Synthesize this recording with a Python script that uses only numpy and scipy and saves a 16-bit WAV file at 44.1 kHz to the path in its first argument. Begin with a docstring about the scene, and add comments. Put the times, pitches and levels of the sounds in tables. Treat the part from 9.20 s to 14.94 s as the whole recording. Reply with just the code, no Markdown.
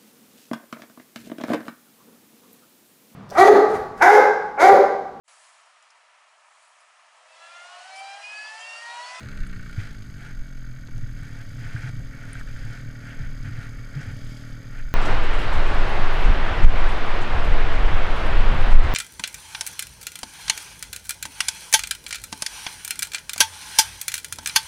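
"""Out in the snow, a two-cylinder snowmobile engine falls back to idle while gloved hands scoop beside it.
Each firing pulses the exhaust pipe, rings the covers and sets off clatter, knock and ticks.
The snow crunches in clumps of breaking grains; short snaps come in between. The microphone sits in a
closed case on a helmet: it booms near 115 Hz when jolted, rumbles with head movement, favours 1.5 kHz
and picks up a thin whine that switches on 50 times a second."""
import sys
import numpy as np
from scipy.fft import rfft, irfft, next_fast_len
from scipy.io import wavfile
from scipy.ndimage import uniform_filter1d, map_coordinates

SR = 44100
rng = np.random.default_rng(int(sys.argv[2]) if len(sys.argv) > 2 else 0)


def file_out(sig):
    """Save sig as 16-bit WAV at sys.argv[1]."""
    # one column per channel
    cols = np.atleast_2d(sig).T
    # limit, then scale
    lim = np.clip(cols, -1, 1)
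    pcm = np.round(lim * 32767).astype(np.int16)
    wavfile.write(sys.argv[1], SR, pcm)


N = 253134

# engine speed (time [s], firing rate [Hz])
FIRING_RATE = [(0.0, 73.45), (.15, 67.04), (.3, 61.37), (.45, 59.46), (.6, 55.21), (.83, 51.15),
               (1.05, 47.35), (1.41, 42.22), (1.65, 40.04), (2.09, 38.25), (2.6, 37.55), (2.95, 38.76),
               (3.45, 37.13), (3.75, 38.96), (4.4, 37.97), (4.65, 38.8), (4.83, 36.7), (5.0, 39.2),
               (5.74, 38.1)]
# relative engine levels as the head turns and bends
# (time [s], exhaust [dB], upper harmonics [dB], clatter [dB], cover ring [dB], tick [dB])
ENGINE_LEVELS = [(0.0, -48.5, -35, -47, -53, -69), (0.34, -48.5, -61, -44, -56.5, -67),
                 (0.56, -52, -54, -46.5, -53, -60), (0.78, -51, -59, -50, -59.5, -65),
                 (1.28, -50.5, -59.5, -55.5, -55.5, -66), (1.65, -49, -61.5, -54, -56.5, -67),
                 (2.01, -48, -57.5, -51.5, -57, -62.5), (2.5, -52.5, -55.5, -51, -63, -59),
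                 (3.01, -48, -54, -48.5, -59, -63.5), (3.45, -50.5, -52, -55, -62, -59),
                 (3.7, -48, -52.5, -49.5, -58, -62.5), (4.3, -48.5, -54, -48.5, -63, -61.5),
                 (4.68, -50, -51.5, -49, -62, -61.5), (5.12, -45, -50.5, -49.5, -69, -56),
                 (5.4, -47.5, -51, -49.5, -68, -62.5), (5.74, -55, -59, -51.5, -53, -63)]
# exhaust at idle, above idle, and its upper harmonics (frequency [Hz], gain [dB])
PIPE_IDLE_EQ = [(25, -19), (38, -4), (57, 8.5), (77, -19), (100, 3.5), (115, 0), (128, 5.5), (153, -6.5),
                (190, -10.5), (230, -10.5), (270, -7), (305, -18.5), (345, -28.5), (400, -33.5)]
PIPE_REV_EQ = [(35, -2), (60, 5), (110, -4.5), (140, -4), (185, 5.5), (215, 1.5), (285, -5), (350, -16),
               (430, -11.5), (490, -23), (600, -71)]
PIPE_UPPER_EQ = [(330, -25.5), (380, -7), (425, 5.5), (465, -3), (545, 2), (580, 2), (640, -8), (750, -24),
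                 (890, -11), (1000, -46.5)]
# cover resonances (frequency [Hz], gain [dB])
COVER_EQ = [(1100, -44), (1300, -14), (1430, -1), (1570, 0), (1720, -15), (1870, -10), (2050, -20),
            (2260, -7), (2450, -28), (3000, -55)]
# engine noise bands (frequency [Hz], gain [dB])
DRONE_EQ = [(180, -41.5), (300, -9.5), (356, -16), (484, -15), (544, -14.5), (662, -13.5), (767, -23.5),
            (862, -16), (968, -28.5), (1150, -17.5), (1300, -45), (1690, -43), (2860, -120)]
CLATTER_EQ = [(950, -31.5), (1150, -10.5), (1300, -7.5), (1450, -2), (1580, -6.5), (1720, -6), (1870, -2.5),
              (2050, -10.5), (2260, -4), (2450, -17), (2900, -19.5), (3500, -32), (4200, -37)]
KNOCK_EQ = [(1530, -20), (2600, 7.5), (3710, 5.5), (4200, 9), (4920, 5), (5530, -7), (6270, 1.5),
            (8160, -6), (9180, -2.5), (10200, -25), (12100, -12), (12500, -21), (16200, -70), (22000, -120)]
TICK_EQ = [(2700, -10), (3200, 2), (4200, -7), (4850, 5), (5500, -7.5), (6500, -6.5), (7500, -14),
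           (8200, -27)]
FIZZ_EQ = [(6500, -10), (7500, -1), (8400, -9.5), (9100, -4), (10000, -10), (11000, -5.5), (11500, -13.5),
           (12200, -11), (13500, -12.5), (14200, -42), (15200, -9), (15500, -29)]
# case rumble and boom under head movement (time [s], level [dB])
RUMBLE_LEVELS = [(0.0, -53), (0.21, -22), (0.25, -32), (1.09, -40.5), (1.18, -27.5), (1.66, -39),
                 (1.82, -29), (2.08, -36), (2.94, -34), (3.04, -42), (3.44, -25.5), (3.5, -34.5),
                 (3.95, -39.5), (4.0, -25), (4.6, -36), (5.55, -34), (5.68, -24.5), (5.74, -47)]
BOOM_LEVELS = [(0.0, -38), (0.19, -42.5), (0.35, -42.5), (0.83, -41.5), (1.28, -45), (1.45, -50.5),
               (1.61, -39), (1.82, -39), (2.38, -41), (2.7, -37.5), (2.99, -39.5), (3.42, -40.5),
               (3.95, -45), (4.22, -36.5), (4.72, -44), (4.95, -35.5), (5.29, -49.5), (5.74, -38.5)]
# case rumble and boom spectra (frequency [Hz], gain [dB])
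RUMBLE_EQ = [(3, -3), (20, 0), (30, -6.5), (48, -13), (62, -30)]
BOOM_EQ = [(45, -48.5), (60, -4), (85, -2), (115, 7), (150, -0.5), (175, -12.5), (300, -17), (400, -42.5)]
# whine partials (frequency [Hz], level [dB])
WHINE_PARTIALS = [(6450, -57.5), (12900, -68)]
# single snaps (time [s], relative level [dB], centre [Hz], width [oct], t60 [s])
SNAP_EVENTS = [(0.271, -50, 9000, 0.41, 0.023), (1.673, -44, 4000, 1.3, 0.015),
               (1.686, -39, 500, 1.4, 0.019), (1.779, -44.5, 4500, 1.4, 0.02),
               (1.784, -45, 447, 0.83, 0.018), (2.563, -33, 1570, 0.32, 0.051),
               (2.671, -48, 1800, 0.73, 0.038), (2.8, -47, 485, 1.08, 0.057),
               (3.131, -38.5, 9100, 0.29, 0.017), (3.154, -32.5, 1560, 0.28, 0.028),
               (3.212, -35, 1530, 0.28, 0.027), (4.814, -36, 1530, 0.22, 0.043), (2.62, -51, 5000, 1, .06),
               (2.69, -53, 4500, 0.61, 0.037), (3.195, -50, 5000, 1.6, 0.061),
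               (3.53, -53, 3280, 1.1, 0.084), (3.901, -49, 2930, 0.4, 0.073),
               (4.43, -51, 3500, 0.73, 0.062), (4.812, -48, 4500, 1.1, .04)]
# jolts of the case (time [s], level [dB], pitch [Hz], rise [s], t60 [s])
CASE_JOLTS = [(0.356, -30.5, 107.4, 0.0089, 0.23), (0.576, -19, 101, 0.0075, 0.13),
              (1.805, -25.5, 111.6, 0.044, 0.05), (2.019, -26, 106, 0.011, 0.059),
              (2.542, -18.5, 115, 0.01, 0.093), (2.633, -25, 122.8, 0.01, 0.29),
              (2.678, -23.5, 118, 0.018, 0.084), (2.796, -33, 132, 0.015, 0.071),
              (3.465, -30, 114.6, 0.031, 0.19), (3.998, -25, 127.3, 0.0087, 0.14),
              (4.01, -27.5, 75, 0.02, 0.12), (4.375, -26, 105.6, 0.0136, 0.064),
              (4.75, -24, 136.3, 0.027, 0.17), (4.866, -23, 98, 0.015, 0.11),
              (4.95, -32.5, 133, 0.013, 0.096), (5.32, -42, 113, 0.025, 0.13)]
# glove strokes going into and out of the snow, relative levels (start [s], length [s], level in [dB],
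# level out [dB], rise [s], fall [s], brightness in [dB], brightness out [dB])
GLOVE_STROKES = [(0.557, 0.21, -42.5, -50.5, 0.054, 0.077, 1.5, 3),
                 (0.965, 0.19, -44.5, -47, 0.11, 0.063, 1.5, -0.5),
                 (1.952, 0.28, -54.5, -48.5, 0.033, 0.013, 4, 0),
                 (2.378, .33, -46, -41.5, 0.039, 0.02, -1, 1.5),
                 (2.908, 0.33, -52.5, -46, 0.028, 0.057, -2, 5),
                 (3.264, 0.37, -49, -47.5, 0.012, 0.08, -3, 2),
                 (3.808, 0.18, -43.5, -49, 0.095, 0.043, -1, -4),
                 (3.95, 0.13, -49, -46, 0.044, 0.028, -4, 0), (4.229, 0.11, -44, -49, .035, .03, -2, 0),
                 (4.302, .19, -48, -45, 0.044, 0.052, 0, 1),
                 (4.704, 0.153, -46, -43, 0.082, 0.024, -7, 2.5),
                 (4.838, 0.13, -44.5, -47.5, 0.018, 0.055, -9, -12),
                 (5.013, 0.33, -69, -57, 0.046, 0.046, 3, 7), (5.508, .11, -46, -46, 0.06, 0.017, -1, -4)]
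# snow bands: main crunch, crust, fine crystals, low packing noise (frequency [Hz], gain [dB])
SNOW_EQ = [(800, -28), (1050, -24), (1250, -13), (1450, 1), (1560, 2), (1750, -8), (2100, -25), (2600, -30)]
CRUST_EQ = [(1500, -21.5), (1800, 1), (2000, -3.5), (2300, -2.5), (2550, -11), (3200, -11), (3700, -22.5)]
CRYSTAL_EQ = [(2300, -52), (2900, 2), (5000, -7), (8000, -13), (11000, -20), (15500, -45)]
PACK_EQ = [(150, -2.5), (220, -13), (300, -11.5), (400, -8.5), (510, -12), (610, -19.5), (700, -4.5),
           (780, -18), (880, -6.5), (1000, -39.5)]


def amp(db):
    return 10 ** (np.asarray(db) / 20)


def unit(x):
    return x / np.sqrt(np.mean(x ** 2) + 1e-20)


def curves(rows):
    """Per-sample curve for each column after time."""
    times_s, *columns = np.transpose(rows)
    return [np.interp(np.arange(N) / SR, times_s, column) for column in columns]


def wobble(rate_hz):
    """Smooth random curve, knots at rate_hz."""
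    knots = rng.standard_normal(int(N * rate_hz / SR) + 4)
    return map_coordinates(knots, [np.arange(N) * rate_hz / SR])


def coloured(x, eq):
    """Minimum-phase filter; output rms 1."""
    size = 2 * next_fast_len(N // 2 + SR // 2)
    hz, db = np.transpose(eq)
    log_bins = np.log(np.fft.rfftfreq(size, 1 / SR) + 1)
    gain_db = np.interp(log_bins, np.log([1, *hz, hz[-1] * 1.3]), [db[0] - 60, *db, db[-1] - 60])
    cepstrum = irfft(np.log(amp(gain_db)), size)
    cepstrum[1:size // 2] *= 2
    cepstrum[size // 2 + 1:] = 0
    return unit(irfft(rfft(x, size) * np.exp(rfft(cepstrum)), size)[:N])


def cycle_starts(phase):
    return np.flatnonzero(np.diff(np.floor(phase))) + 1


def exhaust(phase, rate_hz, revs, exhaust_db, upper_db):
    """One pulse down the pipe per firing; brighter above idle."""
    at = cycle_starts(phase - .62)
    force = amp(.5 * rng.standard_normal(N // 100)[:len(at)])
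    pulses = np.zeros(N)
    pulses[at] = force / rate_hz[at]  # equal harmonic level at any speed
    pipe = (1 - revs) * coloured(pulses, PIPE_IDLE_EQ) + revs * amp(-1) * coloured(pulses, PIPE_REV_EQ)
    return amp(exhaust_db + 8) * pipe + amp(upper_db - 9 - 12 * revs) * coloured(pulses, PIPE_UPPER_EQ)


def cover_ring(phase, uneven_db):
    """Covers take one tap per firing and bounce three times; play in the mounts scatters time and force."""
    at = cycle_starts(phase)
    jitter, scatter = rng.standard_normal((N // 100, 2))[:len(at)].T
    delay_samples = 30 + np.clip(12 * jitter, -30, 30).astype(int)
    cylinder_db = uneven_db * (np.floor(phase) % 2 - .5)
    first = at + delay_samples
    taps = np.zeros(N + SR)
    taps[first] = amp(cylinder_db[at] + 1.4 * scatter)
    for gap_samples in rng.integers(60, 480, (N // 100, 3))[:len(first)].T:
        taps[first + gap_samples] += .6 * taps[first]
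    return coloured(taps[:N], COVER_EQ)


def impacts(phase, rate_hz, eq, floor, rise_s, decay_s, uneven_db):
    """Pistons and injectors: noise flares once per firing, weaker on one cylinder."""
    firing = np.floor(phase).astype(int)
    age_s = phase % 1 / rate_hz
    scatter_db = 2.2 * rng.standard_normal(N // 100)[firing + 9]
    force = amp(uneven_db * (firing % 2 - 1) + scatter_db)
    flare = force * np.exp(-age_s / decay_s) * (1 - np.exp(-age_s / rise_s))
    return coloured((floor + flare) * rng.standard_normal(N), eq)


def engine(mount_hz=58.2, mount_width_hz=5.8):
    """Parts sound at their own crank angles over a drone; more uneven through the mount resonance."""
    rate_hz, = curves(FIRING_RATE)
    exhaust_db, upper_db, clatter_db, ring_db, tick_db = curves(ENGINE_LEVELS)
    revs = np.clip((rate_hz - 41) / 14, 0, 1)
    uneven_db = 0.5 + 11 * np.exp(-((rate_hz - mount_hz) / mount_width_hz) ** 2)
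    phase = np.cumsum(rate_hz) / SR  # one cycle per firing
    cover_phase = phase + .97 - .03 * rate_hz  # covers lag by a constant time
    pipe = exhaust(phase, rate_hz, revs, exhaust_db, upper_db)
    ring = cover_ring(cover_phase, uneven_db)
    drone = coloured(rng.standard_normal(N), DRONE_EQ)
    clatter = impacts(cover_phase, rate_hz, CLATTER_EQ, floor=0.7 - 0.31 * revs,
                      rise_s=0.0007, decay_s=0.014 - 0.0028 * revs, uneven_db=uneven_db)
    knock = impacts(cover_phase - 0.046, rate_hz, KNOCK_EQ,
                    floor=0.15, rise_s=0.00038, decay_s=0.0043, uneven_db=9)
    tick = impacts(phase - 0.565, rate_hz, TICK_EQ,
                   floor=0.63, rise_s=0.00032, decay_s=0.0085, uneven_db=3.5)
    fizz = impacts(phase - 0.75, rate_hz, FIZZ_EQ,
                   floor=0.39, rise_s=0.0015, decay_s=0.0051, uneven_db=.1)
    return (pipe + amp(ring_db) * ring
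            + amp(-58.5 + 0.39 * (upper_db + 50)) * drone
            + amp(clatter_db - 3.4) * clatter
            + amp(-59.5 + 0.3 * (rate_hz - 64.5)) * knock
            + amp(tick_db + 2) * tick
            + amp(-69.5 + 0.71 * (tick_db + 65)) * fizz)


def head_movement():
    """Head movement rumbles, soft-limited, and keeps the case booming."""
    rumble_db, = curves(RUMBLE_LEVELS)
    boom_db, = curves(BOOM_LEVELS)
    sway_db = 1.1 * wobble(7)
    rumble = unit(np.tanh(0.49 * coloured(rng.standard_normal(N), RUMBLE_EQ)))
    boom = coloured(amp(2.4 * wobble(14)) * rng.standard_normal(N), BOOM_EQ)
    return amp(rumble_db + sway_db) * rumble + amp(boom_db) * boom


def whine(switch_hz=50, on_phase=.41, off_phase=.79):
    """Tone and octave in even bursts; phase slips from burst to burst."""
    t = np.arange(N) / SR
    cycles = t * switch_hz
    is_on = (cycles % 1 > on_phase) & (cycles % 1 < off_phase)
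    gate = uniform_filter1d(is_on.astype(float), size=24)
    burst = cycles.astype(int)
    slip_rad = 1.9 * rng.standard_normal((burst[-1] + 1, len(WHINE_PARTIALS)))[burst]
    return gate * sum(amp(db) * np.sin(2 * np.pi * hz * t + slip_rad[:, k])
                      for k, (hz, db) in enumerate(WHINE_PARTIALS))


def snaps(rise_s=0.00049):
    """Clicks with noise dying behind them, each in its own band."""
    out, t = np.zeros(N + SR), np.arange(4096) / SR
    hz = np.fft.rfftfreq(len(t), 1 / SR) + 1
    for start_s, db, centre_hz, width_oct, t60_s in SNAP_EVENTS:
        band = np.exp(-2 * (np.log2(hz / centre_hz) / width_oct) ** 2)
        click = np.roll(irfft(band), 40)
        noise = unit(irfft(rfft(rng.standard_normal(len(t))) * band))
        envelope = amp(db - 60 * t / t60_s) * (1 - np.exp(-t / rise_s))
        out[round(start_s * SR):][:len(t)] += envelope * (noise + 1.9 * click / click.max())
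    return out[:N]


def case_jolts(mode_hz=295, mode_db=-23.5):
    """Each jolt briefly rings the case and a higher mode of its mount."""
    out, t = np.zeros(N + SR), np.arange(SR // 2) / SR
    for start_s, db, hz, rise_s, t60_s in CASE_JOLTS:
        attack = np.sin(np.pi / 2 * np.clip(t / rise_s, 0, 1)) ** 2
        decay = amp(-60 * np.clip(t - rise_s, 0, 1) / t60_s)
        modes = np.sin(2 * np.pi * hz * t) + amp(mode_db) * np.sin(2 * np.pi * mode_hz * t)
        out[round(start_s * SR):][:len(t)] += amp(db) * attack * decay * modes
    return out[:N]


def glove_strokes(edge_db=16):
    """Scrape gain and brightness: each stroke rises, drags and falls; the loudest one leads."""
    t = np.arange(N) / SR
    scrape, bright_db = np.zeros(N), np.zeros(N)
    for start_s, length_s, in_db, out_db, rise_s, fall_s, *bright_ends_db in GLOVE_STROKES:
        end_s = start_s + length_s
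        ramp = np.maximum(1 - (t - start_s) / rise_s, 1 - (end_s - t) / fall_s)
        fade_db = edge_db * np.clip(ramp, 0, 2) ** 2
        gain = amp(np.interp(t, [start_s + rise_s, end_s - fall_s], [in_db, out_db]) - fade_db)
        tilt_db = np.interp(t, [start_s, end_s], bright_ends_db)
        tilt_db += 0.24 * np.minimum(fade_db, edge_db)  # quiet edges are brighter
        bright_db = np.where(gain > scrape, tilt_db, bright_db)
        scrape = np.maximum(scrape, gain)
    return scrape, bright_db


def grains(rate_hz, spread_db):
    """Breaking grains: random clicks of scattered size."""
    hit = rng.random(N) < rate_hz / SR
    return unit(hit * rng.standard_normal(N) * amp(spread_db * rng.exponential(size=N)))


def snow_scooping():
    """Dense grains over a hiss, clumped as the crust gives way under the glove."""
    scrape, bright_db = glove_strokes()
    clump_db = 1.93 * wobble(45)
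    crunch = 0.82 * rng.standard_normal(N) + .5 * grains(rate_hz=1100, spread_db=2.5)
    body = coloured(amp(clump_db) * crunch, SNOW_EQ)
    crust = coloured(amp(0.19 * clump_db + 1.2 * wobble(55)) * crunch, CRUST_EQ)
    crystals = coloured(amp(.5 * clump_db + 0.22 * wobble(70)) * crunch, CRYSTAL_EQ)
    pack = coloured(amp(0.88 * wobble(30)) * rng.standard_normal(N), PACK_EQ)
    return scrape * (amp(-2.5) * body + amp(-3.5 + 0.16 * bright_db) * crust
                     + amp(-12.5 + bright_db) * crystals + amp(-10.5) * pack)


def scene():
    return (engine() + snow_scooping() + snaps() + head_movement() + case_jolts() + whine())[None]


def record(dry):
    """Brick-wall low-pass."""
    cutoff_hz = 15550
    size = next_fast_len(N + SR // 2)
    passband = np.fft.rfftfreq(size, 1 / SR) < cutoff_hz
    return irfft(rfft(dry, size) * passband, size)[..., :N]


dry = scene()
out = record(dry)
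file_out(out)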